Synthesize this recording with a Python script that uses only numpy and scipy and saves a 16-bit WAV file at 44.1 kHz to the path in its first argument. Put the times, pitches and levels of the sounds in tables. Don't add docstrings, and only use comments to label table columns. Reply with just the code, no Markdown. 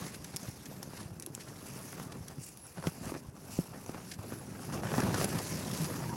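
import sys
import numpy as np
from scipy import signal
from scipy.fft import rfft, irfft, next_fast_len
from scipy.io import wavfile
from scipy.ndimage import map_coordinates

SR = 44100
rng = np.random.default_rng(int(sys.argv[2]) if len(sys.argv) > 2 else 0)


def wav_out(sig):
    wavfile.write(sys.argv[1], SR, np.round(np.clip(np.atleast_2d(sig).T, -1, 1) * 32767).astype(np.int16))


N = 271642

# time_s, level_db, base_pitch_hz, decay_cycles, crack_gain
FLAPS = [(0.012, -36, 200, 3, 0), (0.068, -33, 220.6, 2.1, 0.44), (0.345, -35, 162, 1.3, 0),
         (0.487, -30, 120, 1.14, 0), (0.877, -34.5, 228, 0.73, 0), (0.936, -34, 248.4, 0.73, 0.43),
         (1.0591, -34, 114.7, 1, 0), (1.118, -38, 120, 1.8, 0), (1.2727, -38.5, 388, 3.7, 0.1),
         (1.3036, -35.5, 170.6, 1.3, 0), (1.3795, -35, 265, 0.59, 0.33), (1.628, -38.5, 321, 2.5, 0),
         (2.209, -33, 110.7, 1.1, 0.07), (2.3848, -30, 156, 1.1, 0.14), (2.784, -33, 180.7, 2, 0.54),
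         (2.8721, -19, 184.7, 1.2, 0.52), (3.066, -27.5, 255.3, 1.4, 0.3), (3.078, -32, 116, 1.6, 0.2),
         (3.1215, -24.5, 312, 0.85, 0.17), (3.152, -26.5, 315, .9, 0.48), (3.165, -30.5, 326, 1.2, 0.2),
         (3.288, -36.5, 105, 1, 0), (3.59, -15, 214, 1.1, .05), (3.895, -27, 265, 0.79, 0.4),
         (3.948, -29.5, 244, 0.61, 0.5), (4.192, -33, 116.4, 1.6, 0.37), (4.324, -30, 241, 0.62, 0.5),
         (4.742, -29, 234, 0.95, 0.73), (4.92, -25.5, 347, .86, 0.8), (4.983, -18.5, 274.7, 2.7, 0.56),
         (5.03, -21.5, 280, .63, 0), (5.1456, -21.4, 348.4, .94, 0.72), (5.2156, -20, 427.8, 0.35, 0.66),
         (5.524, -26.5, 176.5, 1, 0), (5.8013, -25.5, 180, 5, 0.14), (5.912, -29, 285, 2, 0.4),
         (6.01, -31.5, 166, 3.1, 0)]
# middle_s, level_db, half_length_s
FOLDS = [(0.03, -50.5, 0.051), (0.35, -50.5, 0.017), (0.44, -52.5, 0.032), (0.71, -61.5, 0.042),
         (0.92, -54, 0.11), (1.485, -53.5, .02), (1.77, -55, 0.081), (1.99, -50.5, 0.057),
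         (2.13, -57.5, 0.034), (2.3, -55, 0.026), (2.66, -59.5, 0.017), (2.79, -48.5, 0.018),
         (2.868, -46, 0.02), (3.03, -53, .012), (3.07, -47.5, 0.027), (3.155, -50, .02), (3.56, -56, 0.08),
         (3.75, -52, 0.036), (3.93, -52.5, .07), (4.25, -53, 0.021), (4.33, -47, 0.014),
         (4.77, -42.5, 0.041), (4.86, -42, 0.018), (5.01, -39, 0.091), (5.22, -40.5, 0.039),
         (5.36, -43, 0.021), (6.12, -54, 0.031)]
# middle_s, level_db, half_length_s, pressure_0_to_1
SLIDES = [(0.028, -47.5, 0.065, 0.47), (0.14, -52, 0.024, 0.2), (0.28, -54, 0.076, 0.7),
          (0.462, -51, 0.061, 0.18), (0.713, -58, 0.15, 0.55), (0.963, -56.5, 0.086, 0.6),
          (1.53, -58.5, .07, 0.6), (1.667, -53.5, 0.042, 0.24), (1.83, -50.5, .11, 0.15),
          (2.01, -52, 0.042, .3), (2.287, -59, 0.067, 0.2), (2.462, -51.5, 0.054, 0),
          (2.71, -57.5, .14, 0.24), (2.873, -48.5, 0.025, .15), (2.96, -58, 0.035, 0),
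          (3.075, -50, 0.049, 0.3), (3.181, -53, 0.013, 0.44), (3.569, -48.5, 0.075, 0.08),
          (3.86, -57.5, 0.094, 0), (4.097, -53.5, 0.096, 0.4), (4.32, -54, 0.052, 0),
          (4.652, -52, 0.033, 0.3), (4.75, -49, 0.026, 0.3), (4.976, -47, 0.08, 0.24),
          (5.218, -40, 0.071, .4), (5.493, -45, 0.18, .45), (5.798, -42.5, 0.08, 0.63),
          (5.98, -50, 0.096, 0.5)]
# start_s, level_db
SNAPS = [(0.8294, -41), (1.9297, -35.5), (1.9988, -33.5), (2.773, -40.5), (2.826, -35), (2.8404, -32.5),
         (3.1415, -35), (4.8347, -28.5), (4.9396, -25.5), (5.0022, -25.5), (5.2441, -25.5)]
# start_s, level_db, pitch_hz
TICKS = [(0.244, -36.5, 6030), (0.3623, -24.5, 8550), (0.3672, -23.5, 5600), (0.657, -36, 6700),
         (0.8296, -31, 5500), (1.1988, -31.5, 8400), (1.2244, -31, 9900), (1.2629, -29, 10400),
         (1.35, -28, 7860), (2.283, -35.5, 6000), (2.573, -36, 10000), (2.6675, -39.5, 8100),
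         (2.8, -43.5, 9000), (3.8626, -39, 6560), (5.0357, -32, 9800), (5.245, -22, 10300)]
# peak_s, level_db, length_s
SCRAPES = [(0.066, -43, 0.0074), (0.147, -43.5, 0.011), (0.246, -43, 0.0079), (0.661, -47, 0.012),
           (0.83, -48, 0.0099), (0.97, -48, 0.017), (1.005, -47.5, 0.015), (1.229, -52, 0.017),
           (1.408, -47, 0.027), (1.485, -48, 0.012), (2.123, -46, 0.0096), (2.282, -49, 0.013),
           (2.436, -53, 0.011), (4.118, -39.5, 0.012), (4.14, -46, 0.01), (4.732, -47.5, 0.0097),
           (5.004, -34, 0.0044), (5.145, -35.5, 0.0075), (5.244, -31.5, 0.0061), (5.389, -35.5, 0.0068)]
# time_s, pitch_hz, level_db
ZIPS = [
    [(0.6, 11000, -76), (0.66, 11700, -67), (0.74, 12900, -65), (0.8, 12300, -69), (0.83, 12700, -66),
     (0.88, 12050, -76), (0.96, 12000, -75), (1.01, 10600, -55), (1.055, 9750, -65), (1.12, 8800, -80)],
    [(2.58, 10300, -65), (2.63, 11000, -57), (2.64, 10550, -53), (2.68, 10230, -64), (2.72, 11300, -64),
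     (2.755, 10140, -63), (2.8, 10300, -66), (2.83, 10600, -64), (2.855, 10550, -59), (2.885, 11100, -65),
     (2.935, 9600, -66)],
    [(4.27, 9950, -66), (4.35, 11300, -61), (4.4, 10800, -62), (4.46, 9350, -72), (4.53, 10100, -71),
     (4.57, 9850, -70), (4.625, 10900, -58), (4.66, 10300, -63)],
]
# time_s, pitch_hz, level_db
SWISH = [(2.41, 8400, -60), (2.44, 8130, -46.5), (2.455, 8000, -55), (2.485, 7900, -55.5),
         (2.53, 7900, -69)]
# middle_s, dip_db, half_length_s
LULLS = [(0.2, 5, .02), (0.56, 0, .03), (1.165, 1.5, 0.11), (1.313, 4, 0.023), (2.605, 2, .04),
         (2.758, 1, .015), (3.223, 0, .02), (3.323, 12, 0.02), (3.862, 4, .012), (4.172, 11, 0.013),
         (4.815, 3, 0.013), (5.136, 3, 0.023), (5.268, 3, 0.016), (6.047, 1, 0.049)]
# time_s, level_db
WIND = [(0.0, -49), (0.36, -50.5), (0.48, -53.5), (0.72, -52), (0.94, -52.5), (1.7, -49), (1.84, -52),
        (2.16, -49), (2.5, -58), (2.8, -60), (2.97, -48), (3.23, -53), (4.19, -50.5), (4.7, -44.5),
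        (4.94, -41.5), (5.11, -37.5), (5.46, -42), (6.16, -42)]
# time_s, pitch_hz, level_db
WHISTLE = [(5.45, 1027, -53), (5.62, 1032, -54), (5.68, 993, -64), (5.82, 1022, -53), (5.94, 876, -67),
           (6.1, 964, -45), (6.16, 927, -51)]
# frequency_hz, gain_db
BILLOW_EQ = [(20, -51), (40, -35), (65, -19.5), (105, -4.5), (160, 0), (250, -5), (400, -11), (700, -25.5),
             (1500, -51)]
SWAY_EQ = [(20, -28), (40, -17.5), (60, -3.5), (105, 3), (150, -2), (400, -52.5)]
CRUMPLE_EQ = [(100, -37.5), (250, -5), (420, 1.5), (780, 1.5), (1100, -1.5), (1600, -5), (2100, -11),
              (2600, -12.5), (3400, -18), (6000, -20.5), (15000, -41)]
TICK_EQ = [(800, -30), (2500, -6.5), (4400, -10.5), (5600, 2.5), (7500, -3.5), (9000, -7.5), (11200, 5.5),
           (13000, -16.5), (16000, -8)]
SCRAPE_EQ = [(700, -26), (1700, 5), (2700, 0), (4000, 2), (5600, 3.5), (8000, -1.5), (11300, 0),
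             (12800, -14), (15800, -30)]
# frequency_hz, gain_db
RUB_EQ = [(600, -12), (1800, -8), (2750, 0.5), (3250, -12), (4000, -8), (4500, -0.5), (5800, 3), (7000, 0),
          (8700, -3), (10300, 2), (11400, 3.5), (12700, -7.5), (15800, -7)]
AIR_EQ = [(20, -18), (60, -5.5), (150, -2), (400, -5.5), (1000, -9.5), (3500, -31), (11000, -23.5),
          (16000, -41)]
# frequency_hz, t60_s
TENT_DECAY = [(100, 0.1), (400, 0.029), (2000, 0.064), (12000, 0.013)]

BREEZE_DB = -49
FOLD_RIPPLE_DB, FOLD_HEAVE_DB = 2.5, -4.5
HEAVE_DB, HEAVE_HZ, HEAVE_DB_PER_OCTAVE, HEAVE_S = -19, 120, -15, 0.026
CRACK_LEAD_S = 0.00217
REST_PRESSURE = 0.13
HIGH_CUT_HZ = 15950


def flaps():
    track, lead_s = np.zeros(N), .02
    t = np.arange(SR // 8) / SR - lead_s
    for s, db, hz, decay_cycles, _ in FLAPS:
        cycles = t * hz
        swing = np.exp(np.where(cycles < 0, -(cycles / 0.22) ** 2, -cycles / decay_cycles))
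        bend = 0.8526 + 0.4534 * (1 - np.tanh(4.3 * cycles))
        phase = 2 * np.pi * np.cumsum(hz * bend) / SR + rng.uniform(0, 2 * np.pi)
        add(track, s - lead_s, amp(db - 1.5) * swing * np.cos(phase))
    return track


def billow(folding):
    db = wind_fader(base_db=-49, db_per_wind_db=1.15, swell_power=amp(FOLD_RIPPLE_DB) ** 2 * folding)
    pushes = grains(per_s=500 * amp(.4 * (db + 48.5)), spread_db=4.5)
    ripples = patchy(pushes, depth_db=1.5, width_hz=94, length_s=.04)
    return amp(db) * unit(eq(ripples, BILLOW_EQ))


def sway(folding):
    jolts = [(s, db + HEAVE_DB + HEAVE_DB_PER_OCTAVE * np.log2(hz / HEAVE_HZ), HEAVE_S)
             for s, db, hz, _, _ in FLAPS]
    heaving = swells(jolts) + amp(FOLD_HEAVE_DB) ** 2 * folding
    db = wind_fader(base_db=-57.5, db_per_wind_db=0.63, swell_power=heaving)
    heaves = grains(per_s=150, spread_db=3.5) * amp(0.78 * wobble(8.3))
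    return amp(db) * unit(eq(heaves, SWAY_EQ))


def crumple(folding):
    db = wind_fader(base_db=-57, db_per_wind_db=1.37, swell_power=folding)
    buckles = grains(per_s=1200 * amp(.4 * (db + 53)), spread_db=3) * amp(1.8 * wobble(170))
    wrinkles = patchy(buckles, depth_db=2.5, width_hz=200.3, length_s=.025)
    return amp(db + 0.97 * wobble(45)) * unit(eq(wrinkles, CRUMPLE_EQ))


def rub():
    slides = [swells([row[:3]]) for row in SLIDES]
    db = wind_fader(base_db=-59, db_per_wind_db=0.92, swell_power=sum(slides))
    pull = sum(power * (row[-1] - REST_PRESSURE) for power, row in zip(slides, SLIDES))
    pressure = np.clip(REST_PRESSURE + pull / amp(db) ** 2, 0, 1)
    slips = grains(per_s=14000, spread_db=6) * amp(1.9 * wobble(140))
    catches = amp(-8.5) * grains(per_s=140, spread_db=7)
    drags = grains(per_s=4000, spread_db=5) * amp(2.35 * wobble(120))
    light = unit(eq(slips + catches, RUB_EQ))
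    coarse = unit(eq(drags, SCRAPE_EQ))
    hiss = np.sqrt(1 - pressure) * light + np.sqrt(pressure) * coarse
    return amp(db + 0.78 * wobble(25)) * unit(patchy(hiss, depth_db=1.78, width_hz=689, length_s=.03))


def lulls():
    t = np.arange(N) / SR
    return amp(-sum(db * np.exp(-((t - s) / half_s) ** 2) for s, db, half_s in LULLS))


def snaps():
    track = np.zeros(N)
    alone = [(s, amp(db)) for s, db in SNAPS]
    on_flaps = [(s - CRACK_LEAD_S, crack_gain * amp(db)) for s, db, _, _, crack_gain in FLAPS]
    for s, gain in alone + on_flaps:
        add(track, s, gain * amp(2) * crack(t60_s=0.016, rattle_db=-15.5, curve=CRUMPLE_EQ))
    return track


def ticks():
    track, t = np.zeros(N), np.arange(SR // 20) / SR
    ring_t60_s = 0.0039
    for s, db, hz in TICKS:
        ring = amp(1 - 60 * t / ring_t60_s) * np.sin(2 * np.pi * hz * t)
        attack = crack(t60_s=0.013, rattle_db=-7, curve=TICK_EQ)
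        add(track, s, amp(db) * (attack + ring))
    return track


def scrapes():
    t, envelope = np.arange(N) / SR, np.zeros(N)
    for s, db, length_s in SCRAPES:
        width_s = length_s * np.where(t < s, .4, .7)
        envelope += amp(db - 2) * np.exp(-((t - s) / width_s) ** 2)
    slips = grains(per_s=9800, spread_db=3)
    return envelope * unit(eq(slips, SCRAPE_EQ))


def zips():
    steady = sum(glide(rows, waver=0.0088, waver_hz=520, flicker_db=3, fade_s=0.036) for rows in ZIPS)
    return steady + glide(SWISH, waver=.14, waver_hz=2900, flicker_db=5, fade_s=.02)


def tent_reverb(x):
    hz, t, spectrum = signal.stft(rng.standard_normal(SR // 4), SR, nperseg=256)
    decay = amp(-60 * t / along(TENT_DECAY, hz)[:, None])
    tail = signal.istft(spectrum * decay, SR, nperseg=256)[1]
    tail = np.pad(tail, (round(.004 * SR), 0))
    return signal.fftconvolve(x, tail / np.linalg.norm(tail))[:N]


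def wind_outside():
    rush = amp(-60.5) * unit(eq(rng.standard_normal(N), AIR_EQ))
    whistle = glide(WHISTLE, waver=0.0275, waver_hz=220, flicker_db=3, fade_s=0.063)
    return rush + amp(-3.5) * whistle


def wind_fader(base_db, db_per_wind_db, swell_power):
    wind_db, = automation(WIND)
    bed_db = base_db + db_per_wind_db * (wind_db - BREEZE_DB)
    return 10 * np.log10(amp(bed_db) ** 2 + swell_power)


def swells(rows):
    t = np.arange(N) / SR
    return sum(amp(db) ** 2 * np.exp(-((t - s) / half_s) ** 2) for s, db, half_s in rows)


def grains(per_s, spread_db):
    chance, size, sign = rng.random(N), rng.uniform(-1.12, 1, N), rng.choice([-1, 1], N)
    return unit((chance < per_s / SR) * sign * amp(spread_db * size) / np.sqrt(per_s))


def crack(t60_s, rattle_db, curve):
    t = np.arange(SR // 20) / SR
    rattle = rng.standard_normal(len(t)) * amp(rattle_db - 60 * t / t60_s)
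    hit = eq((t == 0) + rattle, curve)
    return hit / np.abs(hit).max()


def glide(rows, waver, waver_hz, flicker_db, fade_s):
    hz, db = automation(rows)
    t = np.arange(N) / SR
    inside_s = np.minimum(t - rows[0][0], rows[-1][0] - t)
    gate = np.clip(inside_s / fade_s + .5, 0, 1)
    phase = 2 * np.pi * np.cumsum(hz * (1 + waver * wobble(waver_hz))) / SR
    return gate * amp(db + flicker_db * wobble(60)) * np.sqrt(2) * np.sin(phase)


def patchy(x, depth_db, width_hz, length_s):
    hz, t, spectrum = signal.stft(x, SR, nperseg=512)
    grid = np.meshgrid(hz / width_hz, t / length_s, indexing="ij")
    patches = map_coordinates(rng.standard_normal((448, 1600)), grid, order=1, mode="reflect")
    return signal.istft(spectrum * amp(depth_db * unit(patches)), SR, nperseg=512)[1][:N]


def eq(x, curve):
    size = 8192
    gain = amp(along(curve, np.fft.rfftfreq(size, 1 / SR)))
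    cepstrum = irfft(np.log(gain))
    cepstrum[1:size // 2] *= 2
    cepstrum[size // 2 + 1:] = 0
    impulse = irfft(np.exp(rfft(cepstrum)))
    return signal.fftconvolve(x, impulse)[:len(x)]


def wobble(rate_hz):
    knots = rng.standard_normal(int(N * rate_hz / SR) + 4)
    return map_coordinates(knots, [np.arange(N) * rate_hz / SR])


def automation(rows):
    s, *columns = np.transpose(rows)
    return [np.interp(np.arange(N) / SR, s, column) for column in columns]


def along(curve, hz):
    knots_hz, values = np.transpose(curve)
    return np.interp(np.log(hz + 1), np.log(knots_hz), values)


def add(track, s, sound):
    start = max(round(s * SR), 0)
    track[start:start + len(sound)] += sound[:N - start]


def amp(db):
    return 10 ** (np.asarray(db) / 20)


def unit(x):
    return x / np.sqrt(np.mean(x ** 2) + 1e-20)


def scene():
    folding = swells(FOLDS)
    rustle = lulls() * (crumple(folding) + rub())
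    cloth = sway(folding) + billow(folding) + rustle + zips()
    hits = flaps() + snaps() + ticks() + scrapes()
    return (cloth + hits + amp(-14.5) * tent_reverb(hits) + wind_outside())[None]


def record(dry):
    size = next_fast_len(N + SR // 2)
    passband = np.fft.rfftfreq(size, 1 / SR) < HIGH_CUT_HZ
    return irfft(rfft(dry, size) * passband, size)[..., :N]


dry = scene()
out = record(dry)
wav_out(out)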